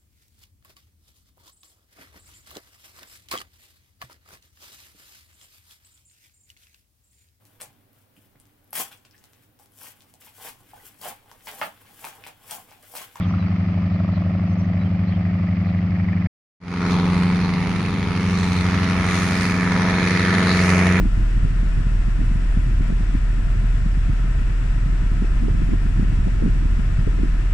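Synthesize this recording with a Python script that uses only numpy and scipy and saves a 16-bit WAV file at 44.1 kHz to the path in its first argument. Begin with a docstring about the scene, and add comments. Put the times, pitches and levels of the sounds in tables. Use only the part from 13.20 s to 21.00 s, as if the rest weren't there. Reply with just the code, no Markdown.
"""A deep beating drone with slapping blades: a light piston helicopter hovers far across an airfield.
Four-cylinder exhaust lines beat against the tail rotor's hum, three main blades slap and swish as filtered
clicks and gated noise, wake noise rumbles low, and small birds chirp faintly as gliding sines.
The hover is cut off; after a short silence the climb fades in, closer to the microphone, and the exhaust
barks: coloured clicks and crackling noise at every firing, with high ringing lines and treble flares."""
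import sys
import numpy as np
from scipy import signal
from scipy.fft import rfft, irfft
from scipy.io import wavfile
from scipy.ndimage import uniform_filter1d

SR = 44100
rng = np.random.default_rng(int(sys.argv[2]) if len(sys.argv) > 2 else 0)


def wrap_up_sound(samples):
    """Save the sound to the file named by the first command line argument, as 16-bit audio."""
    columns = np.atleast_2d(samples).T
    # keep every value between -1 and 1, then stretch to whole-number steps
    tamed = np.clip(columns, -1, 1)
    steps = np.round(tamed * 32767).astype(np.int16)
    wavfile.write(sys.argv[1], SR, steps)


N = 343980
TIME = np.arange(N) / SR
HZ = np.fft.rfftfreq(N, 1 / SR)
SIDES = np.array([[1], [-1]])  # left, right
# blade passes per firing, set by the gearing
TAIL_GEAR, MAIN_GEAR = 1.1359, 0.2592

# Cylinders in firing order: knock level/dB, knock lateness/firing periods, snap level/dB,
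# snap delay/firing periods, gas puff level/dB
CYLINDERS = [(5.2, -.035, -6, .2, 2.5), (-.5, -.09, -1, .15, 1.5), (2, -.06, 2, .19, -3),
             (3.5, -.02, -6, .25, 0)]
# Exhaust lines against the overtone level: multiple of the four-stroke cycle (rounded when used),
# hover level/dB, climb level/dB
EXHAUST_LINES = [(2, -9.5, -16), (3, -2.5, -7.5), (5, -7, -32), (6, -9, -9), (7, 5, -0.5), (9, -14, -17),
                 (10, -7, -36), (11, -3.5, -4), (11.6, -3, -3), (13, -18.5, -43), (14, -23, -40),
                 (15, -13, -6), (16, -16, -10.5), (17, -32, -10.5), (18, -20.5, -7), (19, -27, -6),
                 (20, -28, -12), (21, -31, -11), (22, -39, -14.5), (23, -35, -22), (24, -24.5, -15.5)]


def undb(db):
    """Decibels to gain."""
    return 10 ** (np.asarray(db) / 20)


def level(x, db):
    """Scale the middle of the stereo image to rms 1, then apply a fixed or moving level in dB."""
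    return x * undb(db) / np.sqrt(np.mean(np.atleast_2d(x).mean(axis=0) ** 2))


def curve(points):
    """(s, value) points joined sample by sample."""
    return np.interp(TIME, *np.transpose(points))


def swell(s, width_s):
    """A smooth rise to 1 and fall around one moment."""
    return np.exp(-((TIME - s) / width_s) ** 2)


def spectrum(points):
    """(Hz, dB) points joined on a log-frequency axis."""
    hz, db = np.transpose(points)
    return np.interp(np.log(HZ + 1), np.log(hz), db)


def colour(x, points):
    """Causal minimum-phase filter with the given spectrum, so that pulses ring after they strike."""
    cepstrum = irfft(np.log(undb(spectrum(points))), N)
    cepstrum[1:N // 2] *= 2
    cepstrum[N // 2 + 1:] = 0
    return irfft(rfft(x) * np.exp(rfft(cepstrum)), N)


def bell_band(bins, centre_hz, width_hz):
    """A bell-shaped band cut from a spectrum."""
    return irfft(bins * np.exp(-((HZ - centre_hz) / width_hz) ** 2), N)


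def walk(rate):
    """Random levels held 1 / rate s and slewed twice; spread near 1."""
    k = int(SR / rate)
    held = rng.standard_normal(1024)[np.arange(N) // k % 1024]
    return np.sqrt(2) * uniform_filter1d(uniform_filter1d(held, k), k)


def noise(wide_hz):
    """Stereo noise, alike left and right in the bass and increasingly unrelated above wide_hz."""
    side = irfft(rfft(rng.standard_normal(N)) * HZ / np.hypot(HZ, wide_hz), N)
    return rng.standard_normal(N) + SIDES * side


def shafts(speed, starts):
    """Running count of firings, tail blade passes and main blade passes, geared to one engine."""
    turns = np.cumsum(curve(speed)) / SR
    gears = (1, TAIL_GEAR, MAIN_GEAR)
    return [gear * (turns - np.interp(s, TIME, turns)) for gear, s in zip(gears, starts)]


def pulses(turns, size):
    """One click each time the count passes a whole number; rms 1."""
    return level(np.diff(np.floor(turns), prepend=np.floor(turns[0])) * size, 0)


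def each_pass(turns, scatter_db):
    """A random strength that holds for one firing or blade pass."""
    return undb(scatter_db * rng.standard_normal(1024)[np.floor(turns).astype(int) % 1024])


def cylinder_pulses(firings, dbs, lateness, scatter_db):
    """One click per firing; each cylinder has its own strength and lateness."""
    which = np.round(firings).astype(int) % len(CYLINDERS)
    return pulses(firings - lateness[which], undb(dbs[which]) * each_pass(firings + .5, scatter_db))


def blade_gate(blades, width):
    """A smooth swell around each blade pass; width in blade periods."""
    return np.exp(-(np.sin(np.pi * blades) / (np.pi * width)) ** 2 / 2)


def drone(firings, firing_db, octave_db, overtone_db, lines, pipe_q):
    """Exhaust lines; the pipe resonates at twice the firing rate, so lower lines lead and higher ones lag."""
    count = len(CYLINDERS)
    pipe = 2 * count
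    tones = [(count, firing_db), (pipe, octave_db)]
    for k, db in lines:
        # uneven combustion roughens each of these lines
        roughness_db = 1.2 * walk(5) + 1.2 * walk(30)
        tones.append((k, overtone_db + db + roughness_db))
    out = 0
    for k, db in tones:
        # lines between the firing harmonics come from unequal cylinders and fall out of step
        stray = 1.9 * rng.standard_normal() * (k % count > 0)
        lag = np.arctan(pipe_q * (k / pipe - pipe / k))
        out = out + undb(db) * np.cos(2 * np.pi * k * firings / count - lag + stray)
    return np.sqrt(2) * out


def tail_rotor(blades, hum_db, overtone_db):
    """A clean hum: harmonics locked to the tail blade rate."""
    # Harmonics against the hum level: multiple of the tail blade rate, level/dB
    harmonics = [(1, 1.5), (2, -2), (3, -17), (4, -30), (5, -35)]
    hum = 0
    for k, db in harmonics:
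        hum = hum + undb(db + overtone_db * (k > 1)) * np.cos(2 * np.pi * k * blades)
    return np.sqrt(2) * undb(hum_db) * hum


def far_knock(firings):
    """From far off only a dull knock of each firing is left."""
    # Spectrum of the distant knock: f/Hz, level/dB
    dull_spectrum = [(350, -30), (520, -3), (680, 0), (830, -6), (950, -18), (1200, -9), (1600, -22),
                     (4000, -45)]
    # Level of the distant knock: t/s, level/dB
    knock_level = [(0, -50), (1.2, -53), (1.65, -45.5), (2, -48), (2.4, -45), (3.05, -49)]
    knock_db, late = np.transpose(CYLINDERS)[:2]
    knocks = cylinder_pulses(firings, knock_db, late, scatter_db=3)
    return level(colour(knocks, dull_spectrum), curve(knock_level))


def blade_slap(blades, width, scatter_db):
    """Each main blade strikes the vortex of the one before: a clean knock, then a short rush."""
    # Spectrum of the slap: f/Hz, level/dB
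    slap_spectrum = [(380, -37), (470, -10.5), (540, 8), (660, 11.5), (800, 1), (930, -25.5), (1100, -2.5),
                     (1280, -11.5), (1450, -16), (1600, -34.5), (2500, -51), (8000, -90.5)]
    # How hard the blades strike their own wake: t/s, level/dB
    slap_level = [(0, -49.5), (.4, -49), (.68, -46.5), (.8, -41.5), (1.05, -42), (1.4, -44.5), (1.7, -49),
                  (2.1, -46), (2.5, -52), (3.05, -54)]
    # The strike point slides round the rotor disc: t/s, lateness/blade periods
    slap_lateness = [(0, .02), (.5, -.02), (.9, -.042), (1.35, -.035), (2, .005), (3.05, .045)]
    blades = blades - curve(slap_lateness)
    strength = each_pass(blades + .5, scatter_db)
    knock = pulses(blades, strength)
    rush = blade_gate(blades - .07, width) * strength * noise(wide_hz=2500)
    return level(colour(knock + level(rush, -9), slap_spectrum), curve(slap_level))


def blade_whips(blades):
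    """A passing blade tip throws bursts of hiss around its slap that come and go as the wake shifts."""
    # Bursts: lateness/blade periods, length/blade periods, centre f/Hz, half width/Hz,
    # strongest at t/s, half width/s, level/dB
    whips = [(-.22, .055, 1230, 250, .1, .45, -46), (.07, .06, 1220, 220, .15, .3, -50),
             (.07, .055, 1220, 220, .95, .35, -48.5), (-.23, .06, 680, 170, .9, 1.2, -49.5),
             (-.22, .055, 1950, 550, 2, .9, -51.5), (.05, .08, 1250, 250, 2.2, .15, -51),
             (.11, .09, 2050, 400, 2.7, .7, -49.5), (-.06, .035, 2000, 450, 2.93, .2, -45),
             (-.08, .06, 750, 350, 2.92, .15, -49)]
    out, air = 0, rfft(noise(wide_hz=2500))
    for late, length, centre_hz, width_hz, s, width_s, db in whips:
        hiss = bell_band(air, centre_hz, width_hz)
        strength = each_pass(blades - late + .5, scatter_db=1.5)
        burst = blade_gate(blades - late, length) * strength
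        out = out + level(burst * hiss, db) * swell(s, width_s)
    return out


def blade_swish(firings, tail, main):
    """Both rotors and the exhaust chop the rushing air."""
    # Spectrum of the swish: f/Hz, level/dB
    swish_spectrum = [(300, -14.5), (470, -5.5), (660, 1), (950, -1), (1250, 4), (1560, -5), (1850, 1.5),
                      (2250, 0.5), (3000, -9.5), (3800, -17), (4800, -14.5), (6000, -25.5), (7200, -39.5),
                      (10000, -52), (15000, -36)]
    # Level of the swish: t/s, level/dB
    swish_level = [(0, -41.5), (.35, -43), (1.4, -44.5), (3.05, -43.5)]
    chop = 1 + 0.47 * blade_gate(main + 0.13, width=0.2)  # swells ahead of the main blade's pass
    chop = chop + .5 * blade_gate(tail / 2, width=0.071)  # every second tail blade
    chop = chop + .5 * blade_gate(firings - .15, width=0.088)
    chop = chop / uniform_filter1d(chop, size=SR // 2)
    return level(colour(chop * noise(wide_hz=1600), swish_spectrum), curve(swish_level))


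def downwash(db):
    """Low turbulent rumble of the rotor wake: wide, slowly swelling noise."""
    # Spectrum of the wake: f/Hz, level/dB
    wash_spectrum = [(12, -28.5), (25, -18), (45, -5), (75, 0), (130, -5.5), (200, -5), (300, -10.5),
                     (450, -20.5), (700, -19), (2000, -64)]
    air = rng.standard_normal(N) + 0.41 * SIDES * rng.standard_normal(N)
    swell_db = .7 * walk(5)
    return level(colour(air, wash_spectrum), db + swell_db)


def birds(gain_db):
    """Short glides, rasping or pure, smeared by trees and buildings."""
    # Chirps: t/s, length/s, start f/Hz, end f/Hz, relative level/dB, rasp/share of the pitch
    chirps = [(0, 0.065, 3480, 3200, -46, .06), (.065, 0.065, 6250, 5500, -58, .005),
              (.182, 0.069, 4000, 3880, -52, .012), (.255, .04, 4770, 4650, -56, 0.0072),
              (.704, .073, 3820, 4330, -56, .04), (.904, .1, 4670, 3240, -52.5, .075),
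              (1.265, .06, 6000, 5700, -61, .006), (1.31, 0.036, 5700, 6350, -62, .008),
              (1.376, 0.048, 6100, 5600, -55, 0.0088), (1.42, 0.039, 5750, 6300, -64, .008),
              (1.587, .06, 3960, 3880, -52, .012), (1.635, 0.046, 3250, 3020, -53.5, .03),
              (1.862, 0.052, 4100, 4500, -52, .04), (1.89, 0.09, 3570, 3100, -50.5, .07),
              (2.437, .098, 4500, 3420, -54.5, .08)]
    song, waver = np.zeros(N), walk(900)
    for s, length, start_hz, end_hz, db, rasp in chirps:
        inside = (TIME >= s) & (TIME < s + length)
        along = (TIME[inside] - s) / length
        hz = (start_hz + (end_hz - start_hz) * along) * (1 + rasp * waver[inside])
        tone = np.sin(2 * np.pi * np.cumsum(hz) / SR)
        song[inside] += undb(db + gain_db) * np.sin(np.pi * along) * tone
    echo = rng.standard_normal((2, SR // 4)) * np.exp(-TIME[:SR // 4] / 0.0067)
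    echo = echo / np.linalg.norm(echo[0])
    return .7 * (song + signal.fftconvolve(song[None], echo)[:, :N])


def hover():
    """Far and low over the grass: deep beating tones, blade slap and a dull swish."""
    # Engine speed as heard: t/s, firing rate f/Hz
    hover_speed = [(0, 88.65), (1, 88.75), (2, 88.57), (3.07, 88.89)]
    # first pass of the loudest cylinder, a tail blade and a main blade (s)
    firings, tail, main = shafts(hover_speed, starts=(.0342, .0073, .0195))
    # as it hangs there the octave slowly gains and the overtones slowly fade (dB per s)
    octave_db = -24.5 + 0.47 * TIME
    overtone_db = -39.5 - 0.27 * TIME
    lines = [(round(k), db) for k, db, _ in EXHAUST_LINES]
    engine = drone(firings, -27, octave_db, overtone_db, lines, pipe_q=2.7)
    tones = engine + tail_rotor(tail, -26.5, overtone_db=-2.0)
    tones = tones * undb(.25 * SIDES)
    blades = blade_slap(main, width=.05, scatter_db=.6) + blade_whips(main)
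    air = blade_swish(firings, tail, main) + downwash(db=-38.5)
    left, right = tones + far_knock(firings) + blades + air + birds(gain_db=3.5)
    # it hovers a little to the left, so the right port hears it two samples later
    return np.stack([left, np.roll(right, 2)])


def throb(firings, tail, db):
    """The exhaust line just under the tail rotor's octave beats with it about twice a second."""
    turns = 9 * firings / len(CYLINDERS)
    turns = turns + np.interp(4.14, TIME, 2 * tail - turns)  # one crest falls at 4.14 s
    return np.sqrt(2) * undb(db) * np.cos(2 * np.pi * turns)


def pipe_ringing(firings, closeness, gain_db, waver_db):
    """High lines of the exhaust pipe; each wavers and reaches the two ports slightly out of step."""
    # High lines before the common gain: multiple of the cycle, level/dB at closeness 0, level/dB at closeness 1
    ringing = [(29, -53, -44), (35, -53, -50), (38, -54, -52), (39, -46, -53), (42, -51, -43),
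               (43, -49, -46), (48, -53, -48), (49, -55, -47), (52, -49, -53), (56, -52, -45),
               (57, -51, -42), (58, -57, -45), (60, -55, -48), (64, -62, -48), (65, -62, -48),
               (73, -62, -47), (76, -64, -45), (77, -60, -42), (78, -55, -46), (81, -60, -44),
               (84, -60, -47), (85, -60, -47), (88, -61, -47), (92, -57, -47), (94, -57, -47),
               (96, -53, -48), (100, -53, -50)]
    out = 0
    for k, far_db, close_db in ringing:
        phase, spread = rng.standard_normal(2) * (.85, .4)
        gain = undb(far_db + (close_db - far_db) * closeness + gain_db + waver_db * walk(8))
        out = out + gain * np.cos(2 * np.pi * k * firings / len(CYLINDERS) + phase + SIDES * spread)
    return np.sqrt(2) * out


def exhaust_bark(firings):
    """Each firing knocks, snaps some two milliseconds later, and lets out a crackling puff of gas."""
    # Spectrum of the knock as an exhaust valve opens: f/Hz, level/dB
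    knock_spectrum = [(500, 1), (1800, 0), (2600, -2), (4000, -9), (8000, -15), (12000, -22)]
    # Spectrum of the snap that follows it: f/Hz, level/dB
    snap_spectrum = [(500, -1), (1200, -1), (2400, -3), (4000, 0), (7000, 0), (12000, -2)]
    knock_db, late, snap_db, delay, puff_db = np.transpose(CYLINDERS)
    knock = cylinder_pulses(firings + .003 * walk(60), knock_db, late, scatter_db=1)
    knock = colour(knock, knock_spectrum)
    # the pipe smears each knock: its treble leaves later than its bass
    smear_s_per_hz = 5e-7
    knock = irfft(rfft(knock) * np.exp(-1j * np.pi * smear_s_per_hz * HZ ** 2), N)
    snap = cylinder_pulses(firings + .006 * walk(60), snap_db, delay, scatter_db=3)
    snap = colour(snap, snap_spectrum)
    age = firings % 1  # firing periods since the last firing
    which = np.floor(firings).astype(int) % len(CYLINDERS)
    strength = undb(puff_db[which]) * each_pass(firings, scatter_db=1.5)
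    envelope = np.exp(-age / .33) * (1 - np.exp(-age / .13))
    crackle = undb(3 * walk(1500))
    puff = strength * envelope * crackle * noise(wide_hz=4300)
    steady = level(noise(wide_hz=1680), -.5)
    return knock + undb(-6) * snap + level(puff, 0) + steady


def over_ground(x, closeness):
    """The reflection from the field cuts dips that fill in as the helicopter rises."""
    # Ground colouring while far and low: f/Hz, level/dB
    ground_dips = [(450, -10), (600, -8.5), (760, 0), (880, 4), (1250, 1), (1480, -2), (1660, -8),
                   (1800, -5.5), (2100, -1), (2800, 1)]
    return closeness * x + (1 - closeness) * colour(x, ground_dips)


def shimmer(x):
    """Turbulent air swells and fades quarter octaves from 1 kHz up separately; all below moves as one."""
    centres_hz = 1000 * 2 ** (np.arange(16) / 4)
    bins = rfft(x)
    out = 0
    for only in np.eye(len(centres_hz)):
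        band = irfft(bins * np.interp(HZ, centres_hz, only), N)
        out = out + band * undb(1.5 * walk(7))
    return out


def through_air(x, band_dbs):
    """Distance, ground and turbulence swell and fade five broad overlapping bands separately."""
    # Band edges: f/Hz
    edges_hz = (400, 1500, 2800, 5400, 7500, 20000)
    # half-octave crossfades at the edges
    above = [np.clip(.5 + 2 * np.log2((HZ + 1) / hz), 0, 1) for hz in edges_hz]
    bins = rfft(x)
    out = 0
    for lower, upper, db in zip(above, above[1:], band_dbs):
        out = out + level(irfft(bins * (lower - upper), N), db)
    return out


def hiss_swells_and_chirps(x):
    """A hissing band near 4.2 kHz swells now and then; its three briefest boosts are faint bird-like chirps."""
    # Boosts of the band, the briefest heard as chirps: t/s, half width/s, boost/dB
    boosts = [(3.75, 0.14, 1.9), (4.25, 0.025, 6), (5.17, 0.11, 3.5), (5.385, .025, 7.2), (7.15, 0.35, 3.3),
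              (7.31, .03, 6.6)]
    band = bell_band(rfft(x), centre_hz=4200, width_hz=450)
    boost_db = sum(db * swell(s, width_s) for s, width_s, db in boosts)
    return x + band * (undb(boost_db) - 1)


def microphone_ports(x):
    """The microphone's body shades the treble from the right port."""
    # Difference between the ports: f/Hz, left minus right level/dB
    port_difference = [(200, -4), (600, -1), (1060, 3), (1880, -3), (2600, -5), (3500, 3.5), (5900, 2.5),
                       (10000, 8.5), (14000, 0)]
    return irfft(rfft(x) * undb(SIDES * spectrum(port_difference) / 2), N)


def air_band_levels(near_db, surge_db):
    """Levels of bark, rasp, fizz, sizzle and top hiss as the helicopter nears and the treble flares."""
    # Bands before the bark's overall trim: level/dB at 0 dB approach, growth/dB per dB of approach,
    # share of a treble flare/0-1
    air_bands = [(-26.5, 1.08, 0), (-27, 1.02, 0.1), (-35.5, 0.88, 0.37), (-41, 1.66, 0.86),
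                 (-49.5, 1.23, 1)]
    # Brief flares of the treble before each band's share: t/s, half width/s, height/dB
    flares = [(3.71, 0.05, 6), (4.0, 0.037, 1.5), (5.27, 0.27, 6.5), (5.99, 0.15, 8), (6.24, 0.11, 7),
              (7.44, 0.19, 7)]
    flare_db = sum(db * swell(s, width_s) for s, width_s, db in flares)
    band_dbs = []
    for band, (db, growth, share) in enumerate(air_bands):
        surge_share = 0.2 if band else 1  # the lowest band takes the whole surge
        band_dbs.append(db + growth * near_db + share * flare_db + surge_share * surge_db)
    return band_dbs


def climb():
    """Closer and rising: the exhaust barks over the drone, louder and brighter as it nears."""
    # Engine speed as heard: t/s, firing rate f/Hz
    climb_speed = [(3.4, 88.42), (4.2, 89.26), (5, 89.52), (5.8, 90.04), (6.4, 90.17), (7, 90.68),
                   (7.8, 90.56)]
    # How strongly it comes across the field as it nears and rises: t/s, approach/dB
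    approach = [(3.9, -7), (4.4, -8), (5.2, -7.5), (5.65, -3), (6.3, -3), (6.75, -1), (7.4, -0.5)]
    # The three deep tones swell and fade separately. Firing tone: t/s, level/dB
    firing_level = [(4, -28.5), (4.5, -40), (5, -28.5), (5.5, -23), (6.7, -33.5), (7.5, -21.5)]
    # Its octave: t/s, level/dB
    octave_level = [(3.6, -21), (4.05, -18.5), (4.5, -24.5), (4.75, -30), (5.1, -22), (6.15, -24),
                    (6.5, -21), (7, -22), (7.55, -18)]
    # Tail rotor hum before its harmonic levels: t/s, level/dB
    tail_level = [(4, -32), (5.1, -30), (5.75, -32), (6.25, -31), (6.6, -31), (7.2, -28.5), (7.7, -49)]
    # Exhaust lines above cycle multiple 13, before trim and line levels: t/s, level/dB
    upper_level = [(3.7, -32.5), (4.09, -36), (4.94, -37), (6.49, -34), (6.83, -30), (7.8, -28.5)]
    # Spectrum of the bark before the air bands are levelled: f/Hz, level/dB
    bark_spectrum = [(320, -29.5), (540, 2.5), (575, -6), (652, 3), (712, -5), (1270, -1), (1570, 1),
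                     (1790, 7.5), (2150, 5.5), (2420, 2.5), (2810, -7), (3300, -9.5), (4200, -8),
                     (5100, -15), (6750, -22), (7500, -35.5), (8200, -34.5), (9200, -28.5), (10500, -33.5),
                     (11400, -47.5), (14200, -46), (22000, -120)]
    # first pass of the loudest cylinder, a tail blade and a main blade (s)
    firings, tail, main = shafts(climb_speed, starts=(3.436, 3.4005, 3.428))
    near_db = curve(approach)
    closeness = 1 - near_db / near_db.min()
    # one broad swell of bark, overtones and ringing as the climb begins
    surge_db = 5.5 * swell(3.625, width_s=0.31)
    overtone_db = -31 + 0.33 * near_db + 0.27 * surge_db
    # the ground swallows less of the upper lines as the helicopter rises
    upper_db = curve(upper_level) - overtone_db - 0.7
    lines = [(round(k), db + upper_db * (round(k) > 13)) for k, _, db in EXHAUST_LINES]
    engine = drone(firings, curve(firing_level), curve(octave_level), overtone_db, lines, pipe_q=3.0)
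    engine = engine + throb(firings, tail, db=-39)
    engine = engine + pipe_ringing(firings, closeness, gain_db=-1.5 + .5 * surge_db, waver_db=3)
    # the bark swells a little with each main blade pass
    bark = exhaust_bark(firings) * (1 + 0.21 * blade_gate(main, width=0.34))
    bark = shimmer(over_ground(colour(bark, bark_spectrum), closeness))
    bark_and_chirps = hiss_swells_and_chirps(through_air(bark, air_band_levels(near_db, surge_db)))
    bark_and_chirps = undb(-2.0) * microphone_ports(bark_and_chirps)
    hum = tail_rotor(tail, curve(tail_level), overtone_db=0.0)
    return engine + hum + bark_and_chirps + downwash(db=-31.5)


def scene():
    """The hover is cut off; after a short silence the climb fades in."""
    cut_s, fade_from_s, fade_to_s = 3.07, 3.4, 3.722
    fade_out = np.clip((cut_s - TIME) / .005 + .5, 0, 1)
    fade_in = np.clip((TIME - fade_from_s) / (fade_to_s - fade_from_s), 0, 1)
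    return hover() * np.sin(np.pi / 2 * fade_out) ** 2 + climb() * fade_in


def record(dry):
    """The microphone cuts the top: a steep low-pass at 15.8 kHz."""
    return signal.sosfilt(signal.ellip(8, .2, 70, 15800, fs=SR, output="sos"), dry)


dry = scene()
out = record(dry)
wrap_up_sound(out)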